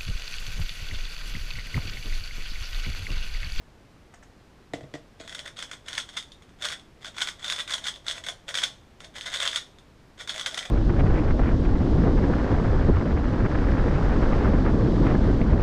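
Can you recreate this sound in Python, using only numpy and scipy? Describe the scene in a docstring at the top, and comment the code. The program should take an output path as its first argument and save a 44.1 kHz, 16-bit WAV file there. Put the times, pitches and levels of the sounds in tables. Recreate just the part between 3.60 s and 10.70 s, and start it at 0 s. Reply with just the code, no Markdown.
"""A quiet hiss, strongest in the bass, lies under everything in a small furnished room.
First a mouse button ticks, as short pushes ring its switch and its plastic body.
Then a wide keyboard key clacks and knocks on a wooden desk, as pushes ring the cap and the desk top.
Last a plastic puzzle cube is turned fast in two hands: layers slide as a stream of small rough contacts,
and pieces catch and snap as single noisy pushes that ring cavity, shell and thin edges."""
import sys
import numpy as np
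from scipy import signal
from scipy.fft import rfft, irfft, next_fast_len
from scipy.io import wavfile

SR = 44100
rng = np.random.default_rng(int(sys.argv[2]) if len(sys.argv) > 2 else 0)


def put_to_file(sound):
    """Save the sound as 16-bit audio at rate SR, in the file named by the first command-line argument."""
    columns = np.atleast_2d(sound).T  # one column per channel
    safe = np.clip(columns, -1, 1)
    whole_steps = np.round(safe * 32767)
    wavfile.write(sys.argv[1], SR, whole_steps.astype(np.int16))


def convert_level_to_amplitude(level_db):
    """Map a level in decibels to its linear amplitude factor."""
    exponent = np.asarray(level_db, float) / 20
    return 10 ** exponent


N = 313110  # length in samples


def unit_rms(x):
    """Scales a sound to rms 1."""
    return x / np.sqrt(np.mean(x ** 2) + 1e-20)


def along(points, hz):
    """Reads a curve of (Hz, value) points on a log frequency axis."""
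    point_hz, value = np.transpose(points)
    return np.interp(np.log(hz + 1), np.log(point_hz + 1), value)


def filtered(x, response):
    """Filters x by a complex response, given as a function of frequency in Hz."""
    size = next_fast_len(N + 8192)
    spectrum = rfft(x, size) * response(np.fft.rfftfreq(size, 1 / SR))
    return irfft(spectrum, size)[..., :N]


def resonances(modes, hz):
    """Causal response of a set of resonant modes, scaled so that white noise keeps its level."""
    response = 0
    for k, (center, width, db) in enumerate(modes):
        band = 1j * hz * width / (center * center - hz * hz + 1j * hz * width)
        response = response + (-1) ** k * convert_level_to_amplitude(db) * band  # alternating signs
    return response / np.sqrt(np.mean(np.abs(response) ** 2))


def rung(force, modes):
    """Drives the modes with a running force."""
    return filtered(force, lambda hz: resonances(modes, hz))


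def placed(start_s, energy_db, push, modes, pitch=1):
    """Rings the modes with each row of push, at its pitch ratio and energy, and lands it at its time."""
    size = push.shape[1]
    hz = np.fft.rfftfreq(size, 1 / SR)
    ring = irfft(rfft(push) * resonances(modes, hz / pitch), size)
    ring = ring * convert_level_to_amplitude(energy_db)[:, None] / np.linalg.norm(ring, axis=1, keepdims=True)
    at = np.round(start_s * SR).astype(int)[:, None] + np.arange(size)
    return np.bincount(at.ravel(), ring.ravel(), N + SR)[:N]


def contacts(start_s, db, hold_ms, modes, rise_ms, fall_ms):
    """Short rough pushes: a quick rise, a hold while the faces chatter, a quick release.

    Row 0 is heard directly; row 1 is the same energy sent all round,
    where the chance colour of one push evens out."""
    pitch_spread = 0.024  # scatter of the log pitch from contact to contact
    rise_share = 0.21  # part of the contact time added to the rise
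    t_ms = np.arange(2048) * 1000 / SR
    hold_ms = hold_ms[:, None]
    rise = np.clip(t_ms / (rise_ms + rise_share * hold_ms), 0, 1)
    release = np.exp(-np.clip(t_ms - hold_ms, 0, None) / fall_ms)
    shape = rise * release
    energy_db = db + 10 * np.log10(np.sum(shape ** 2, axis=1))
    pitch = np.exp(pitch_spread * rng.standard_normal((len(start_s), 1)))
    rough_push = shape * rng.standard_normal(shape.shape)
    click = np.broadcast_to(t_ms == 0, shape.shape)
    direct = placed(start_s, energy_db, rough_push, modes, pitch)
    spread = placed(start_s, energy_db, click, modes, pitch)
    return np.array([direct, spread])


# Tilt of the background hiss. Each row: frequency in Hz, relative density in dB per Hz.
HISS_SPECTRUM = [(15, -6.5), (25, 0.5), (120, -4.5), (300, -9), (700, -16), (2000, -23), (5000, -30.5),
                 (10000, -40.5), (15500, -43)]


def hiss():
    """Steady air and microphone noise, strongest in the bass."""
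    noise = filtered(rng.standard_normal(N), lambda hz: convert_level_to_amplitude(along(HISS_SPECTRUM, hz)))
    return convert_level_to_amplitude(-53.5) * unit_rms(noise)


# Decay of the furnished room. Each row: frequency in Hz, nominal t60 in s, between the quick and slow falls.
ROOM_DECAY = [(150, 0.23), (500, 0.33), (1500, 0.16), (4000, 0.18), (10000, 0.17)]


def room(x):
    """Diffuse answer of the room, a quick fall with a weaker slow one under it.

    The hands move, so the noise tail is new every 0.2 s, with crossfades."""
    hop = SR // 5
    out = np.zeros(N + 3 * SR)
    padded = np.pad(x, (hop, 2 * hop))
    fade = np.sqrt(np.hanning(2 * hop + 1)[:-1])
    for start in range(0, N + hop, hop):
        hz, t, noise = signal.stft(rng.standard_normal(SR // 2), SR, nperseg=256)
        fall_db = -60 * t / along(ROOM_DECAY, hz)[:, None]
        quick_and_slow = convert_level_to_amplitude(1.32 * fall_db) + convert_level_to_amplitude(0.48 * fall_db - 12.5)
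        tail = signal.istft(noise * quick_and_slow, SR, nperseg=256)[1]
        tail = tail / np.linalg.norm(tail)
        wet = signal.fftconvolve(padded[start:start + 2 * hop] * fade, tail)
        out[start:start + len(wet)] += wet
    return np.pad(out[hop:], (round(0.004 * SR), 0))[:N]  # the answer starts 4 ms late


# Mouse button down and up. Each row: start in seconds, tick in dB, body in dB, contact time in ms.
MOUSE_CLICKS = [(.538, -58, -47, 3.3), (.5425, -54.5, -51, 2.8), (.6253, -66, -50.5, 4.7),
                (.629, -60, -58, 10)]
# Ring of the small switch. Each row: frequency in Hz, width in Hz, relative level in dB.
SWITCH_MODES = [(5540, 500, -10), (6600, 320, -4), (8200, 690, -10.5)]
# Ring of the mouse's plastic body. Each row: frequency in Hz, width in Hz, relative level in dB.
MOUSE_BODY_MODES = [(685, 210, 0.18), (1880, 590, -1.7)]


def mouse():
    """A small switch ticks inside its plastic body, both rung by the same short contacts."""
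    start_s, tick_db, body_db, hold_ms = np.transpose(MOUSE_CLICKS)
    tick = contacts(start_s, tick_db, hold_ms, SWITCH_MODES, rise_ms=0.25, fall_ms=3.1)
    body = contacts(start_s, body_db, hold_ms, MOUSE_BODY_MODES, rise_ms=0.4, fall_ms=1.3)
    return tick + body


# The wide key pressed, bouncing and let go.
# Each row: start in seconds, clack in dB, desk knock in dB, contact time in ms.
KEY_HITS = [(1.1348, -29, -28, 1), (1.208, -46, -45, 0.83), (1.23, -57, -40.5, 5.5),
            (1.2384, -54, -46, 1.2), (1.3385, -34.5, -35, 1.47), (1.352, -39, -39, 0.9),
            (1.6001, -40, -42.5, .7)]
# Ring of the key's cap. Each row: frequency in Hz, width in Hz, relative level in dB.
KEYCAP_MODES = [(1070, 510, 1), (1990, 190, 11), (2630, 370, 2), (3450, 480, 5.5), (5360, 1700, -2.5),
                (7560, 2400, -6.5), (10900, 2700, -32)]
# Ring of the wooden desk top. Each row: frequency in Hz, width in Hz, relative level in dB.
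DESK_MODES = [(134, 22, -4.5), (200, 28, -12), (277, 44, -1.5), (337, 51, -2), (468, 38, -1),
              (632, 39, 3.5), (734, 135, -5)]


def key():
    """The key lands, bounces and springs back: the cap clacks and a smooth push knocks the desk top.

    Long pushes ring low."""
    start_s, clack_db, knock_db, contact_ms = np.transpose(KEY_HITS)
    clack = contacts(start_s, clack_db, contact_ms, KEYCAP_MODES, rise_ms=0.11, fall_ms=2.3)
    t_ms = np.arange(8192) * 1000 / SR
    push = np.sin(np.pi * np.clip(t_ms / contact_ms[:, None], 0, 1))
    energy_db = knock_db + 10 * np.log10(SR / 100)  # level as if spread over 10 ms
    knock = placed(start_s, energy_db, push, DESK_MODES)
    return clack + knock * convert_level_to_amplitude([[0], [-5]])  # the room gets less of the knock


# Layers rubbing as they turn. Each row: start in seconds, effort in dB, build time in ms.
RUB_TURNS = [(1.592, -43.5, 12), (1.632, -46.5, 13), (1.674, -46.5, 41), (1.769, -41, 13),
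             (1.828, -44.5, 28), (1.962, -40.5, 26), (2.004, -39, 9.5), (2.077, -43, 44), (2.25, -43, 33),
             (2.29, -41.5, 14), (2.307, -34, 65), (2.469, -51, 15), (2.52, -45.5, 18), (2.559, -35.5, 4.8),
             (2.985, -45.5, 29), (3.023, -32, 16), (3.07, -38, 17), (3.095, -35, 15), (3.41, -39.5, 53),
             (3.535, -45.5, 14), (3.574, -29.5, 36), (3.645, -36.5, 28), (3.785, -44.5, 9.6),
             (3.815, -34.5, 17.4), (3.847, -30.5, 67), (3.973, -29, 17.6), (4.066, -42, 12),
             (4.094, -34, 30), (4.21, -45, 12), (4.241, -31, 16), (4.325, -52, 27), (4.437, -48.5, 13),
             (4.467, -31.5, 18), (4.538, -38.5, 26), (4.635, -37, 43), (4.863, -46, 11), (4.878, -38, 5.4),
             (4.944, -29, 16), (4.982, -30, 38), (5.388, -52, 14), (5.422, -49, 15), (5.539, -39, 17),
             (5.625, -33, 43), (5.698, -29, 44), (5.771, -27.5, 47.5), (5.838, -30, 25), (5.89, -37, 8.5),
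             (5.926, -30, 21), (6.566, -49, 13), (6.585, -36, 17.7), (6.673, -34, 16), (6.712, -36, 34),
             (6.765, -35.5, 29), (6.825, -37, 36), (6.888, -40, 34), (6.954, -37, 13), (7.0, -38.5, 13),
             (7.03, -43, 17), (7.07, -52, 9)]
# How closed the palms are. Each row: time in seconds, change of the palm hollow's level in dB.
CUPPED_PALMS = [(1.6, 2), (2.1, -0.5), (2.4, -2.5), (3.0, 1.5), (3.6, -2), (4.0, -0.5), (4.5, 1), (5.0, 4),
                (5.5, 0), (5.9, 1), (6.7, -1), (6.96, 7), (7.05, 0)]
# Hollow of the cupped palms. Each row: frequency in Hz, width in Hz, relative level in dB.
PALM_MODES = [(606, 173, 4.5), (730, 346, -3.5)]
# Ring of the cube's shell. Each row: frequency in Hz, width in Hz, relative level in dB.
SHELL_MODES = [(1060, 266, -6), (1437, 188, 2), (2030, 490, -0.5)]
# Ring of the cube's inner cavity. Each row: frequency in Hz, width in Hz, relative level in dB.
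CAVITY_MODES = [(3255, 506, 12.97), (3520, 281, 18.4), (4480, 750, 2)]
# Ring of the cube's thin edges. Each row: frequency in Hz, width in Hz, relative level in dB.
EDGE_MODES = [(5190, 410, -4), (6650, 610, -2), (8110, 490, -4), (10100, 1840, -12.5), (11100, 1600, -16.5)]


def rubbing_effort():
    """Every turn climbs, holds and lets go alike; the palm hollow swings less than the effort."""
    climb_db, hold_ms, ease_db_per_ms = 13, 17.3, 1.9
    firm_turn_db, firm_palm_db, palm_follows = -33, -52, 0.44
    since_ms = np.arange(SR // 4) * 1000 / SR
    power = np.zeros((2, N + SR))
    for start_s, db, build_ms in RUB_TURNS:
        cupped_db = np.interp(start_s, *np.transpose(CUPPED_PALMS))
        palm_db = firm_palm_db + palm_follows * (db - firm_turn_db) + cupped_db
        building_db = climb_db * np.minimum(since_ms / build_ms - 1, 0)
        easing_db = ease_db_per_ms * np.maximum(since_ms - build_ms - hold_ms, 0)
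        course_db = building_db - easing_db
        at = round(start_s * SR)
        power[:, at:at + len(since_ms)] += convert_level_to_amplitude(2 * (np.array([[db], [palm_db]]) + course_db))
    return np.sqrt(power[:, :N])


def slide():
    """Layers rub and loose pieces rattle: many small uneven contacts ring the cube and the palm hollow."""
    effort, grip = rubbing_effort()
    tick_db = np.minimum(7.0 * rng.exponential(size=N), 8)  # capped, as the big ones are the snaps
    ticks = (rng.random(N) < 400 / SR) * convert_level_to_amplitude(tick_db)  # about 400 per second
    tick_fall = np.exp(-np.arange(300) / (0.00085 * SR))  # 0.85 ms decay
    chatter = 0.39 + unit_rms(signal.fftconvolve(ticks, tick_fall)[:N])

    def rough():
        return unit_rms(chatter * rng.standard_normal(N))

    cavity = convert_level_to_amplitude(-6.0) * rung(effort * rough(), CAVITY_MODES)
    edges = convert_level_to_amplitude(-12.5) * rung(effort * rough(), EDGE_MODES)
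    shell = convert_level_to_amplitude(-7.5) * rung(effort * rough(), SHELL_MODES)
    palms = rung(grip * rough(), PALM_MODES)
    return cavity + edges + shell + palms


# Cube snaps. Each row: start in seconds, cavity in dB, shell in dB relative to cavity, contact time in ms.
CUBE_SNAPS = [(1.676, -37, 0, 1.7), (1.6934, -35, -2.5, 1.6), (1.7231, -42, 2, 4), (1.746, -34, -3.5, 5.3),
              (1.7913, -29, -9.5, 1.6), (1.8554, -45, 3.5, 8.3), (1.8756, -40, 3, 3.3),
              (1.966, -43.5, -5, 6.4), (1.9878, -33, -5, 3.4), (2.0229, -31.5, -3, 4.5),
              (2.112, -36, 2, 3.2), (2.132, -34, -3.5, 1), (2.2815, -33, -4.5, 5), (2.3288, -31, -6, 2.9),
              (2.3508, -29.5, -8, 1.1), (2.3768, -25.5, -0.2, 4.3), (2.4002, -28.5, -17, 3),
              (2.488, -38.5, -3.5, 2.7), (2.5662, -30, -4.5, 8.2), (2.5852, -30.5, -10, 1.5),
              (2.6253, -40.5, -7, 2), (2.7177, -41.5, -16, 2.9), (2.8212, -51, 3.5, 1.7),
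              (2.891, -58, 2, 2.3), (3.021, -28.5, -6.5, 3.1), (3.0389, -28.5, -2.5, 1.3),
              (3.0495, -25.5, -5.5, 5.6), (3.0586, -30, 3, 0.99), (3.085, -26, -8, 2.2),
              (3.1212, -32, 2.5, 1.7), (3.1342, -36, -20, 3.1), (3.1956, -45, -9, 1.6),
              (3.4452, -35.5, 1.5, 2.2), (3.4559, -33, -17, 1.7), (3.5649, -41.5, 1, 3.7),
              (3.5815, -30.5, 2.5, 2), (3.6172, -20, -6, 2.8), (3.6722, -26.5, 1.5, 1.37),
              (3.685, -29.5, -6, 4.2), (3.843, -27.5, -6.5, 2.2), (3.861, -34, -5, 3.5),
              (3.879, -26.5, -9, 2.7), (3.899, -19, -1.5, 0.91), (3.9221, -23, -2.5, 2.3),
              (3.9598, -31, -6, 3.2), (3.9987, -33.5, -2.5, 5.4), (4.0766, -28.5, -5, 0.83),
              (4.0943, -35.5, 3, 3.2), (4.1037, -32, -2.5, 8), (4.121, -26, -9, 3), (4.1352, -23, -7, 5.4),
              (4.1792, -35.5, -3, 3.6), (4.2404, -28.5, -10, 2), (4.2624, -31.5, -4.5, 15),
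              (4.2809, -26.5, -6, 5), (4.3393, -34.5, -30, 1.3), (4.3592, -36.5, -12, .91),
              (4.4641, -34.5, -4, 3.7), (4.481, -20, -11.5, 2), (4.5105, -20, -3, .75),
              (4.5787, -38.5, 3, 2.3), (4.637, -35.5, -4.5, 3.1), (4.6622, -35.5, -0.5, 5.6),
              (4.6851, -21.5, -2, 0.79), (4.8891, -27, 0, 1.2), (4.907, -40.5, 6, 2.1),
              (4.9411, -28, 0, 2.8), (4.9515, -24, -2.5, 2.9), (4.972, -22.5, -8, 3.5),
              (4.9841, -23.5, -5.5, 3.1), (5.033, -19.5, -7, 5.1), (5.4035, -41, 3, 1.5),
              (5.4424, -41, -6, 4.9), (5.556, -41, 4, 1.1), (5.5646, -39.5, 4, 1.5), (5.5825, -31, -3, .98),
              (5.6097, -24.5, -2.5, 0.47), (5.6595, -32, -7, 4.2), (5.7366, -29, -5, 9.3),
              (5.7694, -27, -20, 2.7), (5.8, -24, -11, 3.6), (5.821, -33.5, -12, 4.6),
              (5.8323, -34, 3, 1.6), (5.8509, -28, -1, 4.8), (5.8748, -18.5, -15, 2),
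              (5.913, -29, -10, 2.5), (5.9302, -32, 8, 0.96), (5.958, -18, -13.5, 2.9),
              (5.9715, -26, 3, 0.66), (6.1847, -45.5, -3, 1.1), (6.6041, -40, -1, 7.1),
              (6.6738, -35, 0, 3.1), (6.6923, -21.5, -27, 1.9), (6.7026, -33, -9, 1.7),
              (6.7412, -35, -13, 2.6), (6.7777, -32, -2.5, 2.8), (6.7934, -29, -8, 4.8),
              (6.8111, -21.5, -7, 0.7), (6.86, -21, -3, 2.2), (6.8669, -34, 4.5, 3.2),
              (6.9105, -35, -7, 1.6), (6.943, -29, -3.5, 2.7), (6.9724, -29.5, -3.5, 7.3),
              (6.9872, -29, -7, 5.2), (7.052, -36, -1, 2.1)]


def snaps():
    """Pieces catch and snap home; a blow near the outside rings shell and edges more, the cavity less."""
    start_s, cavity_db, shell_db, hold_ms = np.transpose(CUBE_SNAPS)
    edge_db = cavity_db - 4.5 + 0.37 * shell_db  # edges follow a share of the shell's dB
    cavity = contacts(start_s, cavity_db, hold_ms, CAVITY_MODES, rise_ms=0.36, fall_ms=1.0)
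    shell = contacts(start_s, cavity_db + shell_db, hold_ms, SHELL_MODES, rise_ms=0.75, fall_ms=0.48)
    edges = contacts(start_s, edge_db, hold_ms, EDGE_MODES, rise_ms=1.0, fall_ms=0.94)
    return cavity + shell + edges * convert_level_to_amplitude([[-1.5], [1.5]])  # edges: less direct, more to the room


def scene():
    """Mixes hands and desk, treble shaded by the fingers on the direct path, with room and hiss."""
    direct, spread = snaps() + slide() + key() + mouse()
    shaded = filtered(direct, lambda hz: 1 / (1 + 1j * hz / 9000))
    mix = shaded + convert_level_to_amplitude(-3) * room(spread) + hiss()
    return mix[None]


# Treble loss of the microphone. Each row: frequency in Hz, gain in dB.
MICROPHONE_RESPONSE = [(9000, 0), (12000, -2.5), (15200, -6.5), (15600, -30), (16200, -70)]


def band_limit(x):
    """A steep low-pass at the top of the band."""
    return signal.sosfilt(signal.butter(12, 15700, fs=SR, output="sos"), x)


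def record(dry):
    """A small camera microphone loses the top treble."""
    heard = filtered(dry, lambda hz: convert_level_to_amplitude(along(MICROPHONE_RESPONSE, hz)))
    return band_limit(heard)


dry = scene()
out = record(dry)
put_to_file(out)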